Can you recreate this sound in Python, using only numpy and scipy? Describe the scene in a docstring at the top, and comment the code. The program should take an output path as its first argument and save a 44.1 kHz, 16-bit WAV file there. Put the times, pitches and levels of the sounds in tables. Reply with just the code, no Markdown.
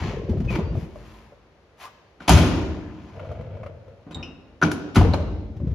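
"""In a garage, an old steel car door is heard from arm's length. It swings open on a juddering, dry hinge and is
slammed: latch, frame and panel collide in turn and the loose fittings rattle. A hand then works the push-button
handle, the latch lets go with a clack and the door is tugged free of its frame. Jerks, grains and strikes drive
the resonances of the steel; echoes made of fading noise place them in the room."""
import sys
import numpy as np
from scipy import signal
from scipy.fft import rfft, irfft, next_fast_len
from scipy.io import wavfile
from scipy.ndimage import uniform_filter1d

SR = 44100
rng = np.random.default_rng(int(sys.argv[2]) if len(sys.argv) > 2 else 0)


def unload_audio(sound):
    """Save the sound as a 16-bit wav file, at the path given as the first command line argument."""
    columns = np.transpose(np.atleast_2d(sound))
    # keep every value between -1 and 1, then stretch to whole-number steps
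    steps = np.round(np.clip(columns, -1, 1) * 32767)
    wavfile.write(sys.argv[1], SR, steps.astype(np.int16))


N = 253134
T = np.arange(N) / SR  # the time of every sample (s)

# tone of dry grit: f/Hz, level/dB
GRIT_TONE = [(200, -11), (700, 14), (2500, 9), (5000, -1), (7000, -4), (11000, -31), (15000, -28.5)]
# tone of a scuff on the steel: f/Hz, level/dB
SCUFF_TONE = [(300, -18.5), (900, -0.5), (1370, 10), (1650, -11.5), (2000, 1), (2500, -4), (3300, -14.5),
              (6000, -32), (12000, -35)]
# sound from all sides, its left-right difference against its middle: f/Hz, level/dB
SIDE_WIDTH = [(80, -16), (250, -12), (500, -9), (1200, -7), (2000, -1), (6000, -1), (8200, -9), (11000, -7)]


def undb(db):
    """Decibels to gain."""
    return 10 ** (np.asarray(db) / 20)


def unit(x):
    """Scale to rms 1."""
    return x / np.sqrt(np.mean(x ** 2))


def over_hz(points, size):
    """Points joined on a log-frequency axis, read at the bins of a transform."""
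    hz, value = np.transpose(points)
    return np.interp(np.log(np.fft.rfftfreq(size, 1 / SR) + 1), np.log(hz), value)


def colour(x, points):
    """Filter to the given (Hz, dB) response without sounding ahead of its input (minimum phase)."""
    size = next_fast_len(x.shape[-1] + 4096, True)
    cepstrum = irfft(np.log(undb(over_hz(points, size))), size)
    # folding the cepstrum onto its first half makes the filter causal
    cepstrum[1:size // 2] *= 2
    cepstrum[size // 2 + 1:] = 0
    return irfft(rfft(x, size) * np.exp(rfft(cepstrum)), size)[..., :x.shape[-1]]


def resonate(x, hz, width_hz):
    """One resonance, gain 1 at its centre."""
    return signal.lfilter(*signal.iirpeak(hz, hz / width_hz, SR), x)


def fade(t, t60):
    """Exponential decay by 60 dB in t60."""
    return np.exp(-np.log(1000) * t / t60)


def ring(modes, t, contact_ms, blur, cycles=0.51):
    """Modes of alternating sign swell during the contact and their first cycles; loose joints blur their pitch."""
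    out = 0
    for k, (hz, db, t60) in enumerate(modes):
        drift = blur * np.cumsum(rng.standard_normal(len(t))) * np.sqrt(hz / SR)
        phase = 2 * np.pi * hz * t + drift
        swell = 1 - np.exp(-t / (contact_ms / 1000 + cycles / hz))
        out = out + (-1) ** k * undb(db) * np.sin(phase) * fade(t, t60) * swell
    return out


def add(track, s, sound):
    """Mix a sound in at time s."""
    start = max(int(s * SR), 0)
    track[start:start + len(sound)] += sound[:N - start]


def grains(size, rate, spread_db):
    """Random tiny contacts of unequal force."""
    hits = rng.random(size) < rate / SR
    force = undb(spread_db * rng.standard_normal(size))
    return unit(hits * rng.choice([-1, 1], size) * force)


def slips(rate, uneven, spread_db):
    """Stick-slip: a train of jerks, uneven in gap and size."""
    gap, force = rng.standard_normal((2000, 2)).T
    elapsed = np.cumsum(np.exp(uneven * gap)) - np.exp(uneven * gap[0])
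    at = (elapsed * SR / rate).astype(int)
    return np.bincount(at[at < N], undb(spread_db * force)[at < N], N)


def smear(x, t60):
    """Bending waves spread each jerk out in time on their way through the panel."""
    t = T[:SR // 8]
    return signal.fftconvolve(x, rng.standard_normal(len(t)) * fade(t, t60))[:N]


def stroke(start, end, db, swell_db_per_s, attack_s, release_t60):
    """Gain of one movement: it sets in, swells or sags while it lasts, then dies away."""
    held = np.clip(T - start, 0, max(end - start, 0))
    release = fade(np.maximum(T - end, 0), release_t60)
    return undb(db + swell_db_per_s * held) * np.minimum(held / attack_s, 1) * release


def follow(x, moves, attack_s, release_t60, size=3000):
    """Let a sound take the level of a series of movements, dying away after each."""
    power = uniform_filter1d(uniform_filter1d(x ** 2, size), size)
    steady = x / np.sqrt(power + 1e-3 * np.mean(x ** 2))
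    return steady * sum(stroke(*move, attack_s, release_t60) for move in moves)


def shower(times, db, hz, octaves, cycles):
    """Many small impacts, each with its own pitch and force, ringing for a few cycles."""
    out, spread_db = np.zeros(N), 2
    chance = rng.standard_normal((len(times), 2)).clip(-2, 2)
    for s, level_db, (pitch, force) in zip(times, db, chance):
        own_hz = min(hz * 2 ** (octaves * pitch), SR / 3)
        turns = own_hz * T[:int(SR * cycles / own_hz)]
        chink = np.sin(2 * np.pi * turns) * fade(turns, cycles) * (1 - np.exp(-turns)) ** 2
        add(out, s, undb(level_db + spread_db * force) * chink)
    return out


def clanks(modes, taps, blur):
    """A steel part rings with the same modes each time it is struck."""
    out = np.zeros(N)
    longest_s = max(t60 for _, _, t60 in modes)
    t = T[:SR * 2 // 3][:int(SR * longest_s)]
    for s, db, contact_ms in taps:
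        add(out, s, undb(db) * ring(modes, t, contact_ms, blur))
    return out


def diffuse(size):
    """Noise from all sides: alike at both microphones in the bass, unlike higher up."""
    mid, side = rng.standard_normal((2, size))
    return mid + np.array([[1], [-1]]) * colour(side, SIDE_WIDTH)


def background(db=-56.5):
    """A faint, steady background from all sides, with a low rumble in the deep bass."""
    # tone of the background: f/Hz, level/dB
    background_tone = [(15, -41), (30, -8.5), (65, 0.5), (264, -10), (430, -4.5), (1900, -19), (4500, -28.5),
                       (14000, -43.5)]
    return undb(db) * unit(colour(diffuse(N), background_tone))


def judder(count=900):
    """The stiff hinges move in jerks, no two alike: deep ones shake the whole door, lighter ones scrape."""
    # swings on the hinges: start t/s, end t/s, first level/dB, swell/(dB per s), scrape against that level/dB
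    swings = [(0, 0.276, -26.5, -25.5, -8), (0.283, 0.804, -25, -5.5, -11.5),
              (5.595, 5.723, -28.5, 35, -19.5)]
    attack_s, release_t60 = 0.014, 0.14
    start = np.zeros(count)  # all jerks share one middle level (dB)
    rumble = unit(shower(rng.uniform(0, T[-1], count), start, hz=120, octaves=.65, cycles=5.6))
    scrape = unit(shower(rng.uniform(0, T[-1], count), start, hz=449, octaves=.3, cycles=10))
    out = 0
    for *move, scrape_db in swings:
        out = out + follow(rumble + undb(scrape_db) * scrape, [move], attack_s, release_t60)
    return out


def rubbing(rate=2800, spread_db=4):
    """Hinge, check strap and hand rub dryly: short strokes of grit, some stirring a resonance, with some hiss."""
    # strokes: middle t/s, spread t/s (standard deviation), level/dB, then against it: resonance/dB, hiss/dB
    rubs = [(0.028, 0.083, -38, -10.5, -21), (0.434, 0.24, -57, -8.5, -20), (0.519, 0.017, -39, -31, -13),
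            (0.557, 0.0049, -34.5, -32, -11.5), (0.582, 0.027, -50, 9.5, -23),
            (0.804, 0.038, -55, -21, -4.5), (1.091, 0.13, -55.5, -7, -7.5), (1.834, 0.025, -42.5, -17, -5),
            (3.104, 0.23, -57.5, -4, -17.5), (5.72, 0.087, -63.5, -12.5, -24)]
    hiss_hz, hiss_width_hz = 10260, 18000
    out, grit = np.zeros(N), unit(colour(grains(N, rate, spread_db), GRIT_TONE))
    ringing = unit(resonate(grit, 1005, width_hz=160))
    hiss = resonate(grains(N, rate, spread_db), hiss_hz, hiss_width_hz)
    hiss = unit(resonate(hiss, hiss_hz, hiss_width_hz))
    for s, spread_s, db, resonance_db, hiss_db in rubs:
        rub = grit + undb(resonance_db) * ringing + undb(hiss_db) * hiss
        out += undb(db) * rub * np.exp(-.5 * ((T - s) / spread_s) ** 2)
    return out


def knocks(t60=0.068, overtone=1.9, overtone_db=-8, overtone_t60=0.022, tick_t60=0.063, tick_rise_s=0.0023):
    """Larger slips and bumps of hinge and panel: a damped hollow note, its brief overtone and a scuffing tick."""
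    # knocks: t/s, level/dB, f/Hz, tick against that level/dB
    bumps = [(.293, -10.5, 213, -44), (.311, -11, 95, -45), (0.372, -13, 114, -42), (0.401, -11, 185, -49),
             (0.446, -10, 113, -43), (0.504, -11.5, 200, -37), (.562, -14, 287, -24),
             (0.586, -9.5, 177.5, -36), (0.724, -27, 151, -40), (.752, -28, 650, -27),
             (0.767, -14.5, 135, -40), (0.827, -18.5, 171, -42), (.957, -29, 608, -28.5),
             (1.321, -39, 548, -20), (2.575, -15.5, 323, -22), (3.194, -31, 634, -5.5),
             (3.249, -31.5, 624, -12), (3.314, -24.5, 630, -19), (3.409, -26.5, 491, -16),
             (3.567, -33.5, 553, -16), (3.631, -29, 607, -8.5), (3.661, -27, 540, -9.5),
             (3.879, -34, 543, -26), (4.967, -5.5, 232.5, -20), (5.048, -13.5, 480, -20),
             (5.136, -17.5, 550, -16), (5.203, -22.5, 567, -34), (5.563, -16.5, 100, -47.5),
             (5.601, -34, 561, -25), (5.67, -18, 135, -39), (5.708, -20.5, 114.6, -38)]
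    out, t = np.zeros(N), T[:SR // 4]
    for s, db, hz, tick_db in bumps:
        modes = [(hz, 0, t60), (overtone * hz, overtone_db, overtone_t60)]
        note = ring(modes, t, contact_ms=0.8, blur=0.45)
        scuff = unit(colour(rng.standard_normal(len(t)), SCUFF_TONE))
        tick = scuff * fade(t, tick_t60) * (1 - np.exp(-t / tick_rise_s))
        add(out, s, undb(db) * (note + undb(tick_db) * tick))
    return out


def squeaks():
    """Hinge pin and latch sing for instants, mostly falling in pitch; the more it wavers, the rougher they sound."""
    # squeaks: middle t/s, spread t/s (standard deviation), level/dB, start f/Hz, end f/Hz, waver f/Hz (rms)
    songs = [(0.496, 0.0086, -30, 2560, 2460, 45), (0.54, .022, -37, 2360, 2335, 170),
             (0.598, .025, -53, 3610, 3570, 45), (0.68, 0.036, -58, 4660, 4665, 35),
             (1.856, 0.021, -38.5, 1180, 1138, 175), (2.336, 0.0019, -22, 6310, 6185, 115),
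             (4.635, 0.0034, -25, 6490, 5520, 250), (5.137, 0.001, -22.5, 4430, 3630, 115)]
    out, wobble = 0, unit(uniform_filter1d(rng.standard_normal(N), size=40))
    for s, spread_s, db, start_hz, end_hz, waver_hz in songs:
        glide = np.interp(T, [s - 2 * spread_s, s + 2 * spread_s], [start_hz, end_hz])
        tone = np.sin(2 * np.pi * np.cumsum(glide + waver_hz * wobble) / SR)
        out = out + undb(db) * tone * np.exp(-.5 * ((T - s) / spread_s) ** 2)
    return out


def blow(db, boom_db, body_db, click_db, contact_ms, rattle_t60):
    """Each blow rings the panel and sets loose steel chattering; where it lands decides boom, body and click."""
    # main modes of the door: f/Hz, level/dB, t60/s
    door_modes = [(73, -6, 0.53), (89.7, -4.5, 0.85), (123, -12, 0.28), (142.6, -4, 0.63),
                  (167.3, 4.5, 0.42), (199.3, -8, 0.28), (271.2, -10.5, 0.34), (298, 3.5, 0.34),
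                  (343.5, -12.5, 0.37), (381, -20.5, 0.58), (630, -15, 0.43), (725, -2, 0.1),
                  (857, -12, 0.19), (999, -5.5, 0.16)]
    # the crowd of weaker modes in the sheet steel: f/Hz, level/dB
    steel_tone = [(22, -1), (50, 25), (100, 23.5), (260, 22), (480, 14.5), (800, 11.5), (1450, 11.5),
                  (1750, 6), (2600, 10.5), (4200, 6), (6400, 4.5), (10500, 3), (14500, -6.5)]
    t = T[:SR * 3 // 4]
    chatter = grains(len(t), rate=4000, spread_db=4)
    chatter = chatter * (1 - np.exp(-1000 * t / contact_ms)) * fade(t, rattle_t60)
    panel = colour(chatter, steel_tone) + undb(-1) * ring(door_modes, t, contact_ms, blur=0.54)
    # boom, body, clang and click (Hz, dB)
    balance = [(84, boom_db), (224.1, body_db), (1296, 0), (10300, click_db)]
    return undb(db) * colour(panel, balance)


def door():
    """Hard, thin strikes of the latch and softer, heavy thuds against the frame."""
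    # latch steel strikes steel: t/s, level/dB, click against it/dB, contact time/ms, rattle t60/s
    strikes = [(2.2, -43.5, -19.5, 2.6, 1), (2.278, -14.5, -2, 2.3, 0.076),
               (2.2921, -15.5, 13.5, 0.54, 0.017), (4.109, -41, -15, 1, 0.11),
               (4.615, -28, -22.5, 0.21, 0.028), (4.714, -33.5, 5, 1.5, 0.067), (4.945, -33, 3, 7, 0.18),
               (4.955, -21, -8.5, 2.7, 0.15), (5.135, -25.5, -13.5, 0.28, 0.081)]
    # the door's weight meets its frame or rebounds: t/s, level/dB, then against it: boom/dB, body/dB, click/dB;
    # rattle t60/s
    thuds = [(2.297, -18.5, 5.5, -5, -4, 0.46), (2.322, -25.5, 15, 7.5, -7, 0.18),
             (2.349, -24.5, 3, 4, -9, 0.34), (2.405, -31, 2.5, 9.5, -15, 0.8),
             (4.064, -53, 1, 9.5, -41.5, 1), (4.153, -43.5, 4, 4.5, -38.5, 0.71),
             (4.626, -23, -7, 7, -15, 0.2), (4.963, -19, 12, 0, -26, 0.23),
             (5.008, -33, 12, 8.5, -20, 0.36), (5.142, -46, -16.5, -5.5, -30, 0.2)]
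    out = np.zeros(N)
    for s, db, click_db, contact_ms, t60 in strikes:
        add(out, s, blow(db, -8, -7.5, click_db, contact_ms, t60))
    for s, db, boom_db, body_db, click_db, t60 in thuds:
        add(out, s, blow(db, boom_db, body_db, click_db, 1.4, t60))
    return out


def pawl():
    """The latch pawl, a small steel catch, gives short dull clanks when struck."""
    # modes: f/Hz, level/dB, t60/s
    modes = [(1150, -2, 0.012), (1244, -7.5, .03), (1391, 4.5, 0.028), (1556, 0.5, .025),
             (1808, -14, 0.017), (2307, -20.5, 0.09)]
    # strikes: t/s, level/dB, contact time/ms
    taps = [(2.204, -32.5, 1.9), (4.616, -16.5, 1.5), (4.624, -8.5, 0.42), (4.635, -10.5, 0.96),
            (4.715, -23, .89), (4.9573, -17, 0.65), (4.9634, -18, 0.8), (4.967, -24.5, 0.88)]
    return clanks(modes, taps, blur=0.46)


def rattles(count=90):
    """Latch parts and loose rods clatter after a hard blow: a dense crunch when brief, single chinks when long."""
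    # clatters: start t/s, first level/dB, middle f/Hz, length t/s
    clatters = [(2.29, -15, 894, .06), (2.344, -19, 1800, 0.068), (2.511, -25, 1156, .42),
                (4.619, -22.5, 1182, 0.064), (5.005, -26.5, 679, .3)]
    fall_db = 15.5  # over the length of each clatter
    out = 0
    for s, db, hz, length in clatters:
        progress = (np.arange(count) + rng.random(count)) / count
        levels = db - fall_db * progress
        out = out + shower(s + length * progress, levels, hz, octaves=.65, cycles=16)
    return out


def striker():
    """The striker plate on the door post rings briefly when struck."""
    # modes: f/Hz, level/dB, t60/s
    modes = [(565, -9, 0.023), (747, 4.5, 0.035), (835, -7, 0.055), (893, -2.5, .07), (1031, -11.5, .05),
             (1192, -9.5, .06)]
    # strikes: t/s, level/dB, contact time/ms
    taps = [(2.2925, -6, 0.4), (2.307, -19.5, .6), (5.011, -17, .8), (5.138, -19.5, .8)]
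    return clanks(modes, taps, blur=0.4)


def window_frame():
    """The thin window frame rings on after hard blows."""
    # modes: f/Hz, level/dB, t60/s
    modes = [(1236, 2, 0.27), (1405, 0.5, 0.24), (1955, -8.5, .6), (2063, -10, 0.39), (2410, -8.5, 0.84),
             (2630, -10.5, 0.4), (3520, -14.5, 0.46)]
    # jolts: t/s, level/dB, contact time/ms
    taps = [(2.296, -27.5, .8), (2.354, -32, 2)]
    return clanks(modes, taps, blur=0.084)


def creak(drone_db=6.0, scuff_db=-15, count=4):
    """Quick, uneven slips scuff the steel and sound a hollow resonance, over a low drone slower to build and fade."""
    # creaks as the hand comes and as the door comes free: start t/s, end t/s, first level/dB, swell/(dB per s)
    moves = [(3.11, 3.662, -40.5, -8.5), (3.833, 3.915, -51.5, -5), (5.101, 5.193, -39, -21)]
    jerks = sum(smear(slips(rate=40, uneven=0.87, spread_db=2.5), t60=0.072) for _ in range(count))
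    hollow = resonate(resonate(jerks, 540, width_hz=235), 540, width_hz=235)
    drone = resonate(resonate(jerks, 91.8, width_hz=65), 91.8, width_hz=65)
    rasp = unit(hollow) + undb(scuff_db) * unit(colour(jerks, SCUFF_TONE))
    rasp = follow(rasp, moves, attack_s=0.092, release_t60=0.45)
    return rasp + undb(drone_db) * follow(drone, moves, attack_s=0.15, release_t60=0.75)


def handle(tick_db=-11, tick_t60=0.012):
    """Button and return spring of the handle ping as the thumb takes up their slack."""
    # modes of button and spring: f/Hz, level/dB, t60/s
    button_modes = [(3720, -6.5, 0.47), (3820, 11.5, 0.052), (6900, -10, 0.036), (7500, 3, 0.054)]
    spring_modes = [(2530, 3.5, 0.084), (2620, -7, 0.48), (2800, -3.5, 0.39), (3000, -3, 0.14),
                    (5170, -13, 0.29), (5350, -1.5, 0.07), (5700, -13.5, 0.22)]
    # strikes on button and spring: t/s, level/dB, contact time/ms
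    button_taps = [(4.122, -46.5, 8.1), (4.145, -35.5, 1.4)]
    spring_taps = [(4.227, -35.5, 0.92)]
    out, t = np.zeros(N), T[:SR // 2]
    for modes, taps in (button_modes, button_taps), (spring_modes, spring_taps):
        for s, db, contact_ms in taps:
            tick = colour(rng.standard_normal(len(t)), GRIT_TONE) * fade(t, tick_t60)
            ping = ring(modes, t, contact_ms, blur=0.21)
            add(out, s, undb(db) * (ping + undb(tick_db) * tick))
    return out


def free_panel(s=4.966, db=-26, hz=73.0, t60=1.7):
    """Once clear of its frame, the door's lowest mode rings on, fading slowly as nothing damps it."""
    t = np.maximum(T - s, 0)
    return undb(db) * np.sin(2 * np.pi * hz * t) * fade(t, t60)


def nearby(x, db=-3, t60=0.08):
    """First reflections off the car body reach the two microphones differently."""
    t = T[:SR // 8]
    taps = rng.standard_normal(len(t)) * fade(t, t60)
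    side = colour(signal.fftconvolve(x, taps / np.linalg.norm(taps))[:N], SIDE_WIDTH)
    return undb(db) * np.array([side, -side])


def even_out(tail, size=14):
    """Smooth the uneven spectrum of the noise tail, so that the echoes ring evenly at all pitches."""
    power = np.mean(abs(rfft(tail)) ** 2, axis=0)
    ripple_db = 10 * np.log10(uniform_filter1d(power, size) / uniform_filter1d(power, 10 * size))
    hz = np.fft.rfftfreq(tail.shape[-1], 1 / SR) + 1
    return colour(tail, np.column_stack([hz, -ripple_db]))


def garage(x, build_s=0.002):
    """Dense echoes of a cluttered garage: noise in bands that fade at their own pace, the bass lasting longest."""
    # reverberation: f/Hz, t60/s, level/dB
    bands = [(60.5, 1.6, -6.5), (149, 1.6, -11), (386, 1.24, -1), (1020, 0.78, -5.5), (2570, 0.86, -6),
             (5500, 0.77, -6.5), (10000, 0.19, -4.5), (15000, .45, -9.5)]
    t = T[:2 * SR]
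    noise, tail = rfft(diffuse(len(t))), 0
    for k, (_, t60, db) in enumerate(bands):
        # each band is full at its own frequency and gone at its neighbours'
        band = over_hz([(row[0], j == k) for j, row in enumerate(bands)], len(t))
        decay = fade(t, t60) * (1 - np.exp(-t / build_s))
        tail = tail + undb(db) * irfft(noise * band) * decay / np.linalg.norm(decay)
    return signal.fftconvolve(x[None], even_out(tail), axes=1)[:, :N]


def scene(handle_room_db=-8.0, judder_room_db=-5.0):
    """All sounds of the door, their echoes and a faint rumbling background; the closest parts sound driest."""
    rumble = judder() + knocks()
    steel = rubbing() + door() + rattles() + window_frame() + creak()
    latch = squeaks() + pawl() + striker() + handle()
    direct = steel + latch + rumble
    echoes = garage(steel + undb(handle_room_db) * latch + undb(judder_room_db) * rumble)
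    return direct + free_panel() + nearby(direct) + echoes + background()


def record(dry, ceiling=.98, top_hz=15500):
    """Two small microphone ports colour and delay the treble; the loudest peaks are rounded and the top is cut."""
    # left ahead of right: f/Hz, phase/rad
    lead = [(100, 0), (2200, 0), (3100, .7), (5000, .3), (6300, -.5), (8000, -3.1), (9100, -4),
            (10700, -5.9), (13000, -6.8), (13900, -9.1), (15200, -9.5)]
    # left louder than right: f/Hz, level/dB
    lean = [(80, 1.1), (300, -.1), (1000, .4), (2400, 4), (4500, 2.5), (8000, 0)]
    # response of both microphones: f/Hz, level/dB
    response = [(30, -15), (52, 1.5), (6900, -2), (8200, -7.5), (9100, -4.5), (10000, -5.5), (13000, -9),
                (15000, -6.5)]
    size = next_fast_len(N + SR // 10, True)
    # half of each difference goes to either side
    between = undb(over_hz(lean, size) / 2) * np.exp(.5j * over_hz(lead, size))
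    heard = np.pad(colour(dry, response), [(0, 0), (0, size - N)], "linear_ramp")
    ports = irfft(rfft(heard) * np.array([between, 1 / between]), size)[:, :N]
    rounded = ceiling * np.tanh(ports / ceiling)
    return signal.sosfilt(signal.ellip(8, .2, 80, top_hz, fs=SR, output="sos"), rounded)


dry = scene()
out = record(dry)
unload_audio(out)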